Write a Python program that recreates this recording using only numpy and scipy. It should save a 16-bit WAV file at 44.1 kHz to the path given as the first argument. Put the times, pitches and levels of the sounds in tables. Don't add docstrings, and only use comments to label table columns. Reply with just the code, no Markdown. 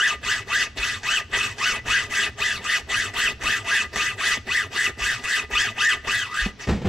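import sys
import numpy as np
from scipy import signal
from scipy.fft import rfft, irfft, next_fast_len
from scipy.io import wavfile
from scipy.ndimage import uniform_filter1d

SR = 44100
rng = np.random.default_rng(int(sys.argv[2]) if len(sys.argv) > 2 else 0)


def wav_record(signal):
    frames = np.transpose(np.atleast_2d(signal))
    bounded = np.clip(frames, -1, 1)
    quanta = np.round(bounded * 32767).astype(np.int16)
    wavfile.write(sys.argv[1], SR, quanta)


N = 303408
TIME = np.arange(N) / SR

# centre_hz, width_hz, rise_db
BLADE_MODES = [(230, 31.5, 8.5), (329, 26, -26), (418, 38, 12.5), (444, 62, -5.5), (670, 42, 9.5),
               (937, 14, 5.5), (1217, 20.4, 14), (1417, 170, -4), (1670, 117, 2), (1819, 53, 6.5),
               (1980.4, 37, 21.5), (2234, 28.4, 14.5), (2522, 66.5, 12.5), (2625, 58, 8), (3470, 66, 6),
               (3707, 150, 6.5), (4453, 570, 8), (5580, 62, 7), (6005, 83, 5.5), (7744, 334, 10.5),
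               (9680, 1010, 9.5), (12860, 1840, 7.5)]
# start_s, fastest_s, end_s, top_tooth_rate_hz, pressure_db, singing_db, squeal_db, bench_jolt_db
PUSHES = [(0.208, 0.332, 0.46, 1684, -24.5, -3.5, -10, -39),
          (0.742, 0.895, 1.046, 1656, -25.5, -10, -7.5, -28),
          (1.29, 1.433, 1.597, 1384, -23.5, -9.5, -9, -38), (1.833, 1.968, 2.11, 1611, -22, -2, -5.5, -32),
          (2.355, 2.481, 2.658, 1746, -25.5, -1, -6.5, -43),
          (2.866, 2.998, 3.15, 1654, -24, -4.5, -6.5, -47), (3.386, 3.534, 3.656, 1739, -24, -3, -13, -32),
          (3.907, 4.069, 4.182, 1627, -25.5, -8, -9, -38), (4.446, 4.586, 4.688, 1886, -27, -0.5, -3, -69),
          (4.963, 5.089, 5.253, 1749, -25, -6, -7.5, -29.5),
          (5.482, 5.635, 5.754, 1725, -24, 0.5, -3.5, -31.5),
          (6.021, 6.167, 6.36, 1706, -27, -1.5, -5, -37), (6.57, 6.627, 6.712, 700, -24, -17, -10, -59)]
# start_s, fastest_s, end_s, top_tooth_rate_hz, pressure_db, singing_db, squeal_db
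PULLS = [(-0.074, 0.058, 0.17, 1721, -24, 2, -6), (0.451, 0.589, 0.69, 1691, -23, -2, -8),
         (0.997, 1.145, 1.236, 1580, -23, 1.5, -4), (1.547, 1.681, 1.809, 1482, -21.5, 2, -10),
         (2.082, 2.186, 2.312, 1705, -22.5, -0.5, -5.5), (2.605, 2.728, 2.826, 1840, -24.5, -6, -8),
         (3.115, 3.235, 3.345, 1661, -21, -1.5, -4), (3.624, 3.761, 3.875, 1745, -23, -2, -8.5),
         (4.16, 4.286, 4.398, 1718, -21.5, -0.5, -9.5), (4.696, 4.82, 4.923, 1798, -23.5, -7, -1.5),
         (5.211, 5.336, 5.46, 1791, -24, -4, -7.5), (5.738, 5.876, 5.986, 1808, -24.5, 4, 2.5),
         (6.289, 6.403, 6.523, 1624, -27, -4, -46)]


def undb(db):
    return 10 ** (np.asarray(db) / 20)


def unit(x):
    return x / np.sqrt(np.mean(x ** 2))


def walk(rate):
    width = max(int(SR / rate), 1)
    smooth = uniform_filter1d(rng.standard_normal(N), width)
    return unit(uniform_filter1d(smooth, width))


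def colour(x, points, modes=()):
    size = 8192
    f = np.arange(size // 2 + 1) * SR / size + 1
    hz, db = np.transpose(points)
    shape = np.interp(np.log(f), np.log(hz), db)
    for centre, width, rise in modes:
        bell = 1 / (1 + (2 * (f - centre) / width) ** 2)
        shape = shape + 10 * np.log10(1 + (undb(rise) ** 2 - 1) * bell)
    cepstrum = irfft(np.log(undb(shape)))
    cepstrum[1:size // 2] *= 2
    cepstrum[size // 2 + 1:] = 0
    response = irfft(np.exp(rfft(cepstrum)))
    return signal.fftconvolve(x, response)[:len(x)]


def add(track, start, sound):
    i = int(start * SR)
    track[i:i + len(sound)] += sound[:max(N - i, 0)]


def air(air_db=-53):
    # frequency_hz, density_db
    air_shape = [(25, -33), (60, 7), (150, 8.5), (400, 4.5), (1000, -4), (2500, -4), (6000, -7.5),
                 (10000, -50), (15000, -78)]
    mid, side = (unit(colour(rng.standard_normal(N), air_shape)) for _ in range(2))
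    return undb(air_db + walk(1)) * (mid + 0.33 * side * np.array([[1], [-1]]))


def workshop(mid, side, t60=0.38, wet_db=-19, width_db=-6):
    # frequency_hz, left_minus_right_db
    hand_shade = [(60, -1), (300, 0.5), (700, -1.5), (1290, 0), (2380, 2.04), (4400, 1), (8120, -2),
                  (12000, -9.5), (15000, -8)]
    t = TIME[:SR // 2]
    decay = undb(-60 * t / t60) * (t > .004)
    decay_norm = np.sqrt(np.sum(decay ** 2))
    walls = []
    for _ in range(2):
        tail = rng.standard_normal(len(t)) * decay / decay_norm
        walls.append(signal.fftconvolve(mid, tail)[:N])
    mid = mid + undb(wet_db) * walls[0]
    side = side + undb(wet_db + width_db) * walls[1]
    channels = []
    for sign in (1, -1):
        shade = [(f, sign * db / 2) for f, db in hand_shade]
        channels.append(colour(mid + sign * side, shade))
    return np.array(channels)


def rumble(hz, place, rumble_db=-52, push_db=7, lag_s=0.18):
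    switches = (hz > 1, np.gradient(place) < 0)
    sawing, pushing = (uniform_filter1d(1. * on, int(lag_s * SR)) for on in switches)
    shape = [(25, 0), (50, 5), (80, 2), (110, 12.5), (170, -7.5), (230, -0.5), (420, -12.5), (1000, -51.5)]
    level = undb(rumble_db + push_db * pushing + 2 * walk(17))
    return sawing * level * unit(colour(rng.standard_normal(N), shape))


def shudders(rise_s=0.012, ring_s=0.024):
    jolt_delay_s, jolt_hz = 0.0396, 50.8
    sways = [(start + jolt_delay_s, jolt_hz, db) for start, *_, db in PUSHES]
    sways += [(6.414, 45.65, -19.5)]
    for strokes, delay, pitch, db in (PUSHES, 0.0547, 99.4, -36), (PULLS, 0.095, 71.5, -39):
        sways += [(fastest + delay, pitch, db) for _, fastest, *_ in strokes]
    out, t = np.zeros(N), TIME[:SR // 2]
    swell = (1 - np.exp(-t / rise_s)) ** 2 * np.exp(-t / ring_s)
    swell = swell / swell.max()
    for start, pitch, db in sways:
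        detune = 1 + 0.054 * rng.standard_normal()
        add(out, start, undb(db) * swell * np.sin(2 * np.pi * pitch * detune * t))
    return out


def handling(ring_db=-3, thud_db=11, thud_s=0.03, scuff_s=0.045, scuff_db=-3, contact_s=0.0015):
    # start_s, level_db, relative_scuff_db
    blows = [(2.596, -35, -19), (6.461, -16.5, -49), (6.670, -25.5, 0), (6.686, -12, -10),
             (6.694, -20, -4.5), (6.703, -33, -21), (6.721, -16, -31), (6.735, -19, -36), (6.75, -18, -30),
             (6.776, -26.5, -17), (6.816, -26, -9.5), (6.846, -17.5, -17), (6.852, -18.5, -10),
             (6.867, -16, -10.5)]
    # pitch_hz, level_db, t60_s
    blow_modes = [(62, -15, 0.092), (115, -8, 0.073), (189, 4.5, 0.07), (217, 0, 0.045), (331, -2.5, 0.037),
                  (400.8, -8, 0.031), (536, -9, 0.027), (752, -11, 0.059)]
    ring, thud, scuff = np.zeros((3, N))
    t = TIME[:SR // 3]
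    contact = 1 - np.exp(-t / contact_s)
    for start, db, rub_db in blows:
        detune = 1 + 0.036 * rng.standard_normal(len(blow_modes))
        tone = 0
        for (pitch, mode_db, t60), shift in zip(blow_modes, detune):
            tone = tone + undb(mode_db - 60 * t / t60) * np.sin(2 * np.pi * pitch * shift * t)
        add(ring, start, undb(db + ring_db) * tone * contact)
        thud_swell = contact * np.exp(-t / thud_s)
        add(thud, start, undb(db + rub_db / 2 + thud_db) * thud_swell * rng.standard_normal(len(t)))
        scuff_swell = contact * np.exp(-t / scuff_s)
        add(scuff, start, undb(db + rub_db + scuff_db) * scuff_swell * rng.standard_normal(len(t)))
    thud_shape = [(25, -15), (70, 17.5), (220, 6.0), (480, 4.5), (1000, -10.5), (3000, -16.5), (9000, -46.0)]
    scuff_shape = [(100, -17), (700, 2), (2000, 3.5), (4500, -4.0), (8000, -11), (15000, -61)]
    return ring + colour(thud, thud_shape) + colour(scuff, scuff_shape, [(1860, 59, 8.2)])


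def arm(turn_s=0.0252, lean_at=0.093, sing_fade_db=-6):
    # pressure in dB early and late in a stroke against mid-stroke, for push and for pull
    push_lean_db, pull_lean_db = (4.5, -8), (0.5, 1.5)
    strokes = [(*row[:7], push_lean_db, 1) for row in PUSHES]
    strokes += [(*row, pull_lean_db, -1) for row in PULLS]
    hz, pressure, singing, squealing, place = np.zeros(N), [], [], [], []
    for start, fastest, end, top_hz, db, sing_db, squeal_db, (early, late), side in sorted(strokes):
        gather_s, slow_s = fastest - start, end - fastest
        swing = np.interp(TIME, [start, fastest, end], [-1, 0, 1])
        hz += top_hz * np.cos(swing * np.pi / 2)
        pressure += [(start + lean_at * gather_s, db + early), (fastest, db)]
        pressure += [(end - lean_at * slow_s, db + late)]
        singing += [((start + fastest) / 2, sing_db), (fastest, sing_db)]
        singing += [(end - slow_s / 3, sing_db + sing_fade_db)]
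        squealing += [(start, squeal_db), ((fastest + end) / 2, squeal_db)]
        place += [(start, side), (fastest, 0)]
    hz = np.abs(uniform_filter1d(hz, int(turn_s * SR)))
    curves = (pressure, singing, squealing, place)
    return [hz] + [np.interp(TIME, *np.transpose(points)) for points in curves]


def snags(snag_s=0.042, catch_s=0.011, catch_share=0.23):
    # start_s, force_jump_db
    strand_catches = [(0.517, 1), (0.773, 5.5), (1.056, 1), (1.333, 6.5), (1.863, 0), (2.135, -2),
                      (3.435, 4.5), (3.958, 7), (5.009, 0), (5.509, 2), (5.805, 3), (6.072, 6)]
    jumps, t = np.zeros(N), TIME[:SR // 5]
    for start, db in strand_catches:
        add(jumps, start, db * np.exp(-t / snag_s))
        catch = np.interp(start - TIME, [0, catch_s, 2 * catch_s], [1, 1, 0], left=0)
        jumps -= catch_share * db * catch
    return jumps


def caught(waver_db=0.9, loose_s=0.008):
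    force = waver_db * walk(47)
    # strokes, hold in s to either side of the turn, force in dB
    for strokes, hold_s, db in (PUSHES, 0.019, -7), (PULLS, 0.017, -4.5):
        for start, *_ in strokes:
            hold = np.interp(TIME - start, [-hold_s, 0, hold_s, hold_s + loose_s], [0, 1, 1, 0])
            force = force + db * hold
    return force


def drag(hz, force_db, grind_db, place, fast_db=-8, tip_db=2.0, drag_load=0.31, stick_hz=260,
         jitter_db=3.5, chatter_db=-10, chatter_hz=650, chatter_width_hz=330):
    moving = hz ** 2 / (hz ** 2 + stick_hz ** 2)
    db = grind_db + tip_db * place + drag_load * (force_db - force_db.mean())
    shape = [(25, -16), (60, 0), (110, 7), (170, -3.0), (420, 2.0), (600, -6.5), (850, -3.5),
             (1100, -9.5), (2500, -36), (8000, -36)]
    rough = rng.standard_normal(N) * undb(jitter_db * walk(140))
    grind = unit(colour(rough, shape, BLADE_MODES)) * undb(fast_db * (hz / hz.max()) ** 2)
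    glide = np.exp(2j * np.pi * np.cumsum(hz) / SR)
    chatter = np.real((1 + walk(160) + 1j * walk(180)) * glide)
    near_chatter = np.exp(-((hz - chatter_hz) / chatter_width_hz) ** 2)
    return moving * undb(db) * (grind + undb(chatter_db) * chatter * near_chatter)


def scrape(speed, phase, speed_power=1.1, brighten=0.36, patchy_db=3.5, grain_db=0.57, gate=0.79):
    tooth = np.abs(phase / (2 * np.pi)).astype(int)
    grain = undb(grain_db * rng.standard_normal(N // 10))[tooth]
    noise = unit(rng.standard_normal(N) * (1 + gate * np.cos(phase)) * grain)
    bursts = rfft(noise, next_fast_len(N + 1, True) * 2)
    octave = np.log2(np.maximum(np.linspace(0, SR / 2, len(bursts)), 500) / 2000)
    out = 0
    for centre in np.arange(-2, 3.1, 1 / 3):
        band = irfft(bursts * np.clip(1 - 3 * np.abs(octave - centre), 0, 1))[:N]
        out = out + band * speed ** (speed_power + brighten * centre) * undb(patchy_db * walk(47))
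    return out


def teeth(phase, speed, scatter=1.0, fade_db=3.5, brighten=0.19):
    overtones_db = [5.5, -3.5, -6.0, -11]
    out = 0
    for k, db in enumerate(overtones_db):
        bite = 1 + scatter * np.sqrt(k + 1) * (walk(450) + 1j * walk(267))
        partial = np.real(bite * np.exp(1j * (k + 1) * phase))
        out = out + partial * speed ** (brighten * k) * undb(db + fade_db * walk(13))
    return out


def squeal(hz, phase, squeal_db, place, bend_hz=2770, bend_width_hz=380, scatter=1.16, tip_db=12,
           octave_db=-5, broken_db=2.0):
    near_bend = np.exp(-((2 * hz - bend_hz) / bend_width_hz) ** 2)
    swell = near_bend * undb(octave_db + squeal_db + tip_db * place + broken_db * walk(100))
    return swell * np.real((1 + scatter * (walk(790) + 1j * walk(550))) * np.exp(2j * phase))


def saw(hz, force_db, singing_db, squeal_db, place, sing_power=0.79, wobble=.018, set_depth=0.12,
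        rasp_db=2.5, sing_db=-10, sing_load=0.56, tear_db=-5, tear_power=1.76, spread_db=1):
    # frequency_hz, gain_db
    saw_shape = [(30, -9), (60, -8), (160, -24.5), (560, -20.5), (1000, -12), (1650, -1), (2300, -14),
                 (2900, 2), (4100, -13), (6500, -7.5), (8500, -21.5), (11000, -32), (14000, -35),
                 (15500, -52)]
    speed = hz / 1700
    phase = 2 * np.pi * np.cumsum(hz * (1 + wobble * walk(45.27))) / SR
    wave = np.cos(phase / 14 + .8 * walk(25))
    moving = hz ** 4 / (hz ** 4 + 260 ** 4)
    load = moving * undb(force_db.mean() + sing_load * (force_db - force_db.mean()))
    singing = teeth(phase, speed) * speed ** sing_power * undb(sing_db + singing_db)
    out_of_step = np.real((walk(620) + 1j * walk(840)) * np.exp(1j * phase))
    tearing = out_of_step * speed ** tear_power * undb(tear_db)
    rub = undb(rasp_db + force_db) * (1 + 0.048 * wave)
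    bites = singing + tearing + squeal(hz, phase, squeal_db, place)
    bites = bites * load * (1 + set_depth * wave)
    mid = colour(bites + rub * scrape(speed, phase), saw_shape, BLADE_MODES)
    side = colour(undb(spread_db) * rub * scrape(speed, phase), saw_shape, BLADE_MODES)
    side_shape = [(60, -9), (250, -8), (600, -9.5), (1500, -16.5), (2600, -12.5), (4500, -9.0),
                  (8000, -5.5), (13000, -1.5)]
    return mid, colour(side, side_shape)


def scene(snag_grind=0.91, sway_share=0.66):
    # time_s, level_db
    grind_curve = [(0, -41), (1.1, -44), (2.2, -39.5), (4.2, -40), (5.6, -39.5), (6.6, -46)]
    hz, pressure_db, singing_db, squeal_db, place = arm()
    snag_db = snags()
    grind_db = np.interp(TIME, *np.transpose(grind_curve))
    force_db = pressure_db + caught() + snag_db
    mid, side = saw(hz, force_db, singing_db, squeal_db, place)
    sway = shudders() * undb(sway_share * (grind_db - grind_db.mean()))
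    grinding = drag(hz, force_db, grind_db + snag_grind * snag_db, place)
    bench = grinding + rumble(hz, place) + sway
    return workshop(mid + bench + handling(), side) + air()


def record(dry, limit_db=-16.5, follow_s=0.0033, top_hz=15650):
    power = uniform_filter1d(np.mean(dry ** 2, axis=0), int(follow_s * SR))
    loudness = power / undb(limit_db) ** 2
    gain = (1 + np.abs(loudness) ** 2) ** -.25
    low_pass = signal.ellip(10, .2, 80, top_hz, fs=SR, output="sos")
    return signal.sosfilt(low_pass, dry * gain)


dry = scene()
out = record(dry)
wav_record(out)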